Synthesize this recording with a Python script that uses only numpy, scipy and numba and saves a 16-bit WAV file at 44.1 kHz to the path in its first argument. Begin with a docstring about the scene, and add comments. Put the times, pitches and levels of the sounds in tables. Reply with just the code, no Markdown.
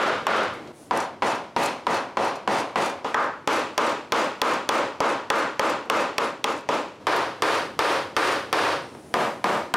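"""Hard wooden cracks, about three a second, each with a board knock, a steely rattle and a short room ring.
A mallet drives a chisel into a board on a cluttered bench, heard from five places in turn in a small workshop.
Blows are damped modes, noise bursts and decaying echoes; small snaps, a low room noise and a faint hiss fill in.
A fast gain control still lets the first milliseconds clip, then holds the ring level until it dies away."""
import sys
import numpy as np
from scipy import signal
from scipy.fft import rfft, irfft, next_fast_len
from scipy.io import wavfile
from numba import njit

SR = 44100
rng = np.random.default_rng(int(sys.argv[2]) if len(sys.argv) > 2 else 0)


def dump(signal):
    """Clip the signal to [-1, 1] and save it as 16-bit WAV at the path in sys.argv[1]."""
    limited = np.clip(np.atleast_2d(signal).T, -1, 1)
    pcm = np.round(limited * 32767).astype(np.int16)
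    wavfile.write(sys.argv[1], SR, pcm)


N = 430416

# mallet blows: (time [s], relative strength [dB], handle knock [dB], bite of the edge [dB], first impact [dB])
BLOWS = [(-0.05, -4.5, -1, 1.5, -2), (0.268, -6, -1.5, 0.5, -3), (0.910, -9, -1.5, -1.5, 7),
         (1.222, -8.5, -1.5, 0.2, -3), (1.5638, -7.5, -1.5, 3, 3), (1.868, -6.5, 0, -0.5, 5),
         (2.171, -6.5, -4, -1.7, -5), (2.476, -7, -2, 0.7, -5.5), (2.758, -8.5, -0.5, 1.5, 2),
         (3.045, -19, -5, -1, -11), (3.144, -6.5, 4.5, -5.5, -1), (3.4748, -3.5, 0, 1.5, -2),
         (3.7785, -1.5, -0.5, 0.3, 4), (4.1216, -3, 0, 1, 0.5), (4.4166, -0.5, 0.5, 0, 6),
         (4.6905, -0.5, -1, -.3, 4), (5.0043, -2, -1, -1.9, -1), (5.302, -1.5, 3, -.2, 2.5),
         (5.5947, -1.5, -1, -0.9, 2.5), (5.899, 0, -0.5, -0.5, 4), (6.1815, -9.5, -0.5, 0, 12.5),
         (6.442, -9.5, -3, -0.4, 11.5), (6.689, -8.5, -4.5, -.3, -5.5), (7.069, -1.5, -2, -2.5, -12),
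         (7.422, 1, 0.5, 1, 3.5), (7.791, 4, 0, 0.5, 6), (8.1657, 0.5, 2.5, 2, -5.5),
         (8.528, 7, -0.5, 0, 5), (9.14, -1.5, 2, 1.5, 1), (9.442, -1.5, 2.5, 1.5, -3.5),
         (9.7396, 4, 15, 4, 5.5)]
# changes of listening place: (time [s])
MOVE_TIMES_S = [.72, 2.98, 7.0, 9.0]
# outline of the bench and room ring at each place: (frequency [Hz], relative level [dB])
AT_HAND = [(35, -70), (60, -47), (98, -24.5), (136, -30), (168, -19.5), (469, -5), (527, -3.5), (842, -7.5),
           (1340, -3.5), (2350, -17), (3340, -21), (10500, -49.5), (16000, -70)]
# same columns: (frequency [Hz], relative level [dB])
ACROSS_BENCH = [(35, -68), (60, -44), (76, -27), (168, -15), (301, -5), (492, -5.5), (553, 1.5), (607, -6),
                (666, -1.5), (924, 0), (2140, -14), (6430, -32), (7750, -39.5), (8510, -36.5), (16000, -61)]
# same columns: (frequency [Hz], relative level [dB])
OVER_MORTISE = [(35, -65), (60, -31), (98, -21.5), (160, -18.5), (287, -1.5), (389, -4), (553, 1.5),
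                (715, -6), (803, 0), (1250, -1.5), (1620, -8), (2350, -12.5), (4320, -23), (7400, -32),
                (16000, -58)]
# same columns: (frequency [Hz], relative level [dB])
BENCH_END = [(60, -42), (100, -22), (170, -21), (210, -26), (235, -20), (307, -5), (423, -4), (553, -0.5),
             (619, -5), (1160, -3), (2340, -13.5), (4830, -23), (7620, -35), (9220, -34), (13700, -47),
             (16000, -53)]
# same columns: (frequency [Hz], relative level [dB])
BOARD_EDGE = [(35, -52), (60, -35), (180, -7.5), (262, -7), (380, 0.5), (417, -16), (458, -1), (527, 0.5),
              (968, 0), (1310, -5.5), (9790, -38), (14600, -47), (16000, -55)]
# one row a place: (nominal ring t60 [s], board knock [dB], knock pitch [ratio], edge crack [dB],
#                   tool rattle [dB], bench thud [dB], blow level [dB])
PLACES = [(0.51, 8, 1.1, 1.5, -23.5, -34, 4.5), (0.48, 8, .97, -25, -16, -10, -.5),
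          (0.5, 7, 1.03, 1, -17.5, -21, -4), (.47, -8.5, 0.313, -5.5, -21.5, -42, -1),
          (0.43, 5.5, 0.978, -5.5, -27, -23, -4)]
# ring time by pitch: (frequency [Hz], share of the nominal t60 [ratio])
RING_SHARES = [(100, 1.21), (300, 0.97), (800, 0.93), (2000, 0.95), (5000, 1.028), (14000, 0.95)]
# lingering modes of the board on the bench: (nominal frequency [Hz], t60 [s], relative level [dB])
BOARD_MODES = [(208, 0.33, -26.5), (435.6, 0.33, -14), (568.4, 0.45, -16), (945, 0.51, -18.5),
               (1210, 0.36, -11.5)]
# the board's quickly damped knock: (frequency before pitch ratio [Hz], t60 [s], relative level [dB])
KNOCK_MODES = [(409, 0.042, -3.5), (536, 0.071, -7.5), (797, 0.027, 6.5), (988, 0.034, 6.5),
               (1295, 0.03, -2.5), (1540, 0.016, -6.5)]
# crack of mallet, handle and blade: (nominal frequency [Hz], t60 [s], relative level [dB])
CRACK_MODES = [(1970, 0.019, -10), (2540, 0.0077, -3.5), (3286, 0.019, -3.5), (4645, 0.0077, -3),
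               (5570, 0.018, -6.5), (7500, 0.0063, -21), (10900, 0.006, -11.5)]
# loose steel tools on the bench: (nominal frequency [Hz], t60 [s], relative level [dB])
TOOL_MODES = [(2380, .3, -1), (2594, 0.25, 5.5), (3570, 0.19, -1), (3860, 0.15, -5), (4280, 0.27, -3.5),
              (4780, 0.15, 1), (5300, 0.14, -3), (5830, 0.14, 1), (6270, 0.15, -7.5), (6840, 0.17, -2.5),
              (7260, 0.25, -18), (7260, 0.19, -10), (8170, 0.16, -9), (9000, 0.19, -23), (9800, 0.21, -10),
              (10200, .2, -13), (12600, .15, -17)]
# heavy bench top: (nominal frequency [Hz], t60 [s], relative level [dB])
THUD_MODES = [(48, 0.074, -4), (189.7, 0.21, -2.5), (227.5, 0.16, 5)]
# chips snapping, taps, faint rings: (time [s], level [dB], centre [Hz], width [octaves], main t60 [s])
CHIPS = [(.536, -56, 7000, 1.3, 0.17), (.536, -45, 2120, 0.23, .5), (.57, -41, 550, 1.4, 0.64),
         (0.674, -48, 2466, 2.1, .07), (.974, -25, 7500, 1.1, .015), (1.003, -32, 6300, 0.78, .025),
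         (1.66, -26, 7000, 0.98, 0.029), (5.858, -33.5, 450, 1.1, .12), (6.577, -42, 6900, 0.47, 0.022),
         (6.61, -56, 7500, 1.2, .03), (6.678, -51, 3500, 1.4, .03), (7.163, -32, 8500, 1.4, .04),
         (8.82, -61, 5470, .12, 1.4), (8.82, -65, 8640, .08, 1.8), (8.95, -36, 590, 1.5, 0.1)]
# outline of the workshop background: (frequency [Hz], relative level [dB])
SHOP_OUTLINE = [(25, -17), (60, -8), (100, 2.5), (160, 1), (330, 5), (700, -3), (1500, -13), (4000, -22),
                (10000, -34), (16000, -47)]
# background at each place, ahead of the gain control: (level [dB])
SHOP_LEVELS_DB = [-41.5, -48, -48.5, -43.5, -45]
# swells of faint high hiss: (time [s], length [s], peak level [dB])
HISS_SWELLS = [(0.715, 0.21, -55.5), (8.76, 0.78, -59)]

T = np.arange(int(.8 * SR)) / SR  # time since a blow [s]
SPLINTER_DB_PER_BITE_DB, BODY_DB_PER_BITE_DB = 1.63, 0.83  # a deeper bite splinters and loads the board more
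BODY_DB = -.7  # bench body at zero bite
EXTRA_DECAY_PER_IMPACT_DB = 0.0081  # share of the nominal decay rate
CEILING, TOP_HZ = .235, 16200


def chiselling():
    """All the blows, each through the echoes of the place from which it is heard."""
    out = np.zeros((2, N))
    outlines = [AT_HAND, ACROSS_BENCH, OVER_MORTISE, BENCH_END, BOARD_EDGE]
    echoes = [reflections(place[0]) for place in PLACES]
    for time_s, *blow in BLOWS:
        k = np.searchsorted(MOVE_TIMES_S, time_s)
        add(out, time_s, chop(PLACES[k], outlines[k], echoes[k], blow))
    return out


def chop(place, outline, echoes, blow):
    """One blow: the edge cracks into the fibres, the board knocks, tools rattle, bench and room ring on."""
    t60_s, knock_db, pitch, crack_db, rattle_db, thud_db, level_db = place
    strength_db, handle_db, bite_db, impact_db = blow
    mid, side = bench_and_room(t60_s, outline, echoes, impact_db)
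    mid = mid + board_and_bench(knock_db + 0.15 * impact_db, pitch, thud_db)
    mid = mid + undb(crack_db + impact_db) * edge_crack()
    mid = mid + undb(rattle_db) * rattle()
    body_db = BODY_DB + BODY_DB_PER_BITE_DB * bite_db
    splinter_db = SPLINTER_DB_PER_BITE_DB * bite_db
    tone = [(80, 0), (320, body_db), (850, 0), (1600, handle_db),
            (2500, bite_db), (4800, bite_db), (10000, splinter_db)]
    return undb(strength_db + level_db) * colour(stereo(mid, side), tone)


def edge_crack(tear_db=1):
    """Fast-damped modes of mallet, handle and blade, with a noise burst as the fibres tear."""
    tear = undb(tear_db) * band_noise(2440, octaves=0.72) * fade(0.014)
    onset = 1 - np.exp(-T / 0.00045)
    return (modes(CRACK_MODES, jitter=0.0049) + tear) * onset


def board_and_bench(knock_db, pitch, thud_db):
    """Knock, thud and lingering modes; the heavy board starts to move a moment after the blade."""
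    knock = undb(knock_db) * modes(KNOCK_MODES, pitch, jitter=0.032)
    thud = undb(thud_db) * modes(THUD_MODES, jitter=0.035)
    onset = 1 - np.exp(-T / 0.0035)
    return (knock + thud + modes(BOARD_MODES)) * onset


def rattle(bounce_s=0.014, scatter_db=4, clink_db=8, clink_t60_s=0.067, count=36):
    """The blow lifts the loose tools; they land and chatter some tens of milliseconds later."""
    landings = np.zeros(len(T))
    delays_s = rng.gamma(4, 1, count) * bounce_s
    when = np.minimum(delays_s * SR, len(T) - 1).astype(int)
    landings[when] = undb(scatter_db * rng.standard_normal(count)) * rng.choice([-1, 1], count)
    landings /= np.linalg.norm(landings)
    steel = modes(TOOL_MODES, jitter=0.01196)
    clink = undb(clink_db) * band_noise(5800, octaves=1.43) * fade(clink_t60_s)
    return signal.fftconvolve(landings, steel + clink)[:len(T)] / np.sqrt(len(TOOL_MODES))


def bench_and_room(t60_s, outline, echoes, impact_db, fresh=0.31):
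    """Mid and side ring: echo paths stay from blow to blow, but the changing cut renews a part."""
    ring = np.sqrt(1 - fresh) * echoes + np.sqrt(fresh) * reflections(t60_s)
    # a sharp first impact spends the blow in the cut, so the ring is shorter
    ring = ring * fade(t60_s) ** (EXTRA_DECAY_PER_IMPACT_DB * impact_db)
    spread = np.linalg.norm(colour(signal.unit_impulse(len(T)), outline))
    return colour(ring, outline) / spread


def reflections(t60_s):
    """Dense echoes as decaying noise, mid and side; the bass lingers longest."""
    hz, share = np.transpose(RING_SHARES)
    spectrum = rfft(rng.standard_normal((2, len(T))))
    log_f = np.log(np.maximum(np.fft.rfftfreq(len(T), 1 / SR), 1))
    echoes = np.zeros((2, len(T)))
    # overlapping bands, each with its own decay
    for peak, k in zip(np.eye(len(hz)), share):
        weight = np.interp(log_f, np.log(hz), peak)
        echoes += irfft(spectrum * weight) * fade(t60_s * k)
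    return echoes


def chips():
    """Short snaps, taps and rings: band noise with a little room decay behind it."""
    out = np.zeros((2, N))
    for time_s, db, hz, width, t60_s in CHIPS:
        decay = fade(t60_s) + undb(-33) * fade(0.36)
        add(out, time_s, undb(db) * band_noise(hz, width) * decay)
    return out


def workshop():
    """Low room noise, steady at each place, and a faint hiss that swells and fades."""
    t = np.arange(N) / SR
    level_db = np.asarray(SHOP_LEVELS_DB)[np.searchsorted(MOVE_TIMES_S, t)]
    room = unit(colour(rng.standard_normal((2, N)), SHOP_OUTLINE)) * undb(level_db)
    hiss_outline = [(1000, -28), (6000, -9), (8600, -9), (10000, -4), (10900, -15), (16000, -22)]
    hiss = unit(colour(rng.standard_normal(N), hiss_outline))
    swells = np.zeros(N)
    for start_s, length_s, db in HISS_SWELLS:
        swells += undb(db) * np.sin(np.pi * np.clip((t - start_s) / length_s, 0, 1))
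    return stereo(room[0] + hiss * swells, room[1])


def modes(rows, pitch=1, jitter=0.0059):
    """Sum of damped partials, each a little off its nominal pitch at every call."""
    total = np.zeros(len(T))
    for hz, t60_s, db in rows:
        actual_hz = hz * pitch * (1 + jitter * rng.standard_normal())
        total += undb(db) * np.cos(2 * np.pi * actual_hz * T) * fade(t60_s)
    return total


def band_noise(hz, octaves, size=len(T)):
    """Noise near rms 1 in a broad resonance."""
    edges = hz * 2 ** (np.array([-.5, .5]) * octaves)
    edges = np.minimum(edges, [.4 * SR, .48 * SR])
    band = signal.butter(2, edges, "band", fs=SR, output="sos")
    lead_in = 999  # dropped while the filter settles
    return unit(signal.sosfilt(band, rng.standard_normal(size + lead_in)))[lead_in:]


def fade(t60_s):
    """Exponential free decay, 60 dB down at t60."""
    return np.exp(-np.log(1000) * T / t60_s)


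def stereo(mid, side):
    """Two close capsules: they differ chiefly in the treble."""
    side = colour(side, [(250, -34), (1000, -23.5), (2500, -16.5), (14000, -13.5)])
    return np.array([mid + side, mid - side])


def colour(x, rows):
    """Causal minimum-phase filter with the given (frequency [Hz], gain [dB]) outline."""
    size = next_fast_len(x.shape[-1] + 4096, True)
    size += size % 2
    hz, db = np.transpose(rows)
    f = np.maximum(np.fft.rfftfreq(size, 1 / SR), 1)
    gain = undb(np.interp(np.log(f), np.log(hz), db))
    # folding the cepstrum forward in time gives minimum phase
    cepstrum = irfft(np.log(gain))
    cepstrum[1:size // 2] *= 2
    cepstrum[size // 2 + 1:] = 0
    return irfft(rfft(x, size) * np.exp(rfft(cepstrum)))[..., :x.shape[-1]]


def add(out, time_s, sound):
    """Mix a sound in at a time, trimmed to the output."""
    start = int(round(time_s * SR))
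    a, b = max(start, 0), min(start + sound.shape[-1], N)
    out[:, a:b] += sound[..., a - start:b - start]


def undb(db):
    """Decibels to gain."""
    return 10 ** (np.asarray(db) / 20)


def unit(x):
    """Scale to rms 1."""
    return x / np.sqrt(np.mean(x ** 2))


def scene():
    """Blows, chips and room noise at the microphone."""
    return chiselling() + chips() + workshop()


@njit
def follow(over_db, attack, release_db):
    """Gain reduction [dB]: closes in on an overshoot, recovers by a fixed step a sample."""
    cut_db, c = np.empty(len(over_db)), over_db[:200].max()
    for i in range(len(over_db)):
        if over_db[i] > c:
            c = c + (over_db[i] - c) * attack
        else:
            c = max(c - release_db, 0.)
        cut_db[i] = c
    return cut_db


def record(dry, hold_db=-15.5, knee_db=3.5, attack_s=0.00057, recovery_db_per_s=260, balance_db=0.4):
    """Fast gain control that still lets the first milliseconds overload; then both range ends are cut."""
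    over_db = 20 * np.log10(np.abs(dry).max(axis=0) + 1e-9) - hold_db
    # soft knee: the held level bends gently into the free decay
    over_db = knee_db * np.logaddexp(0, over_db / knee_db)
    cut_db = follow(over_db, 1 / (attack_s * SR), recovery_db_per_s / SR)
    channel_db = np.array([[balance_db], [-balance_db]]) / 2
    held = dry * undb(channel_db - cut_db)
    # flatten whatever nears the ceiling
    flattened = held / (1 + (held / CEILING) ** 8) ** (1 / 8)
    voiced = colour(flattened, [(20, -8), (50, -3), (100, 0), (12000, 0), (16000, -1)])
    lowpass = signal.ellip(8, .2, 70, TOP_HZ, fs=SR, output="sos")
    return signal.sosfilt(lowpass, voiced)


dry = scene()
out = record(dry)
dump(out)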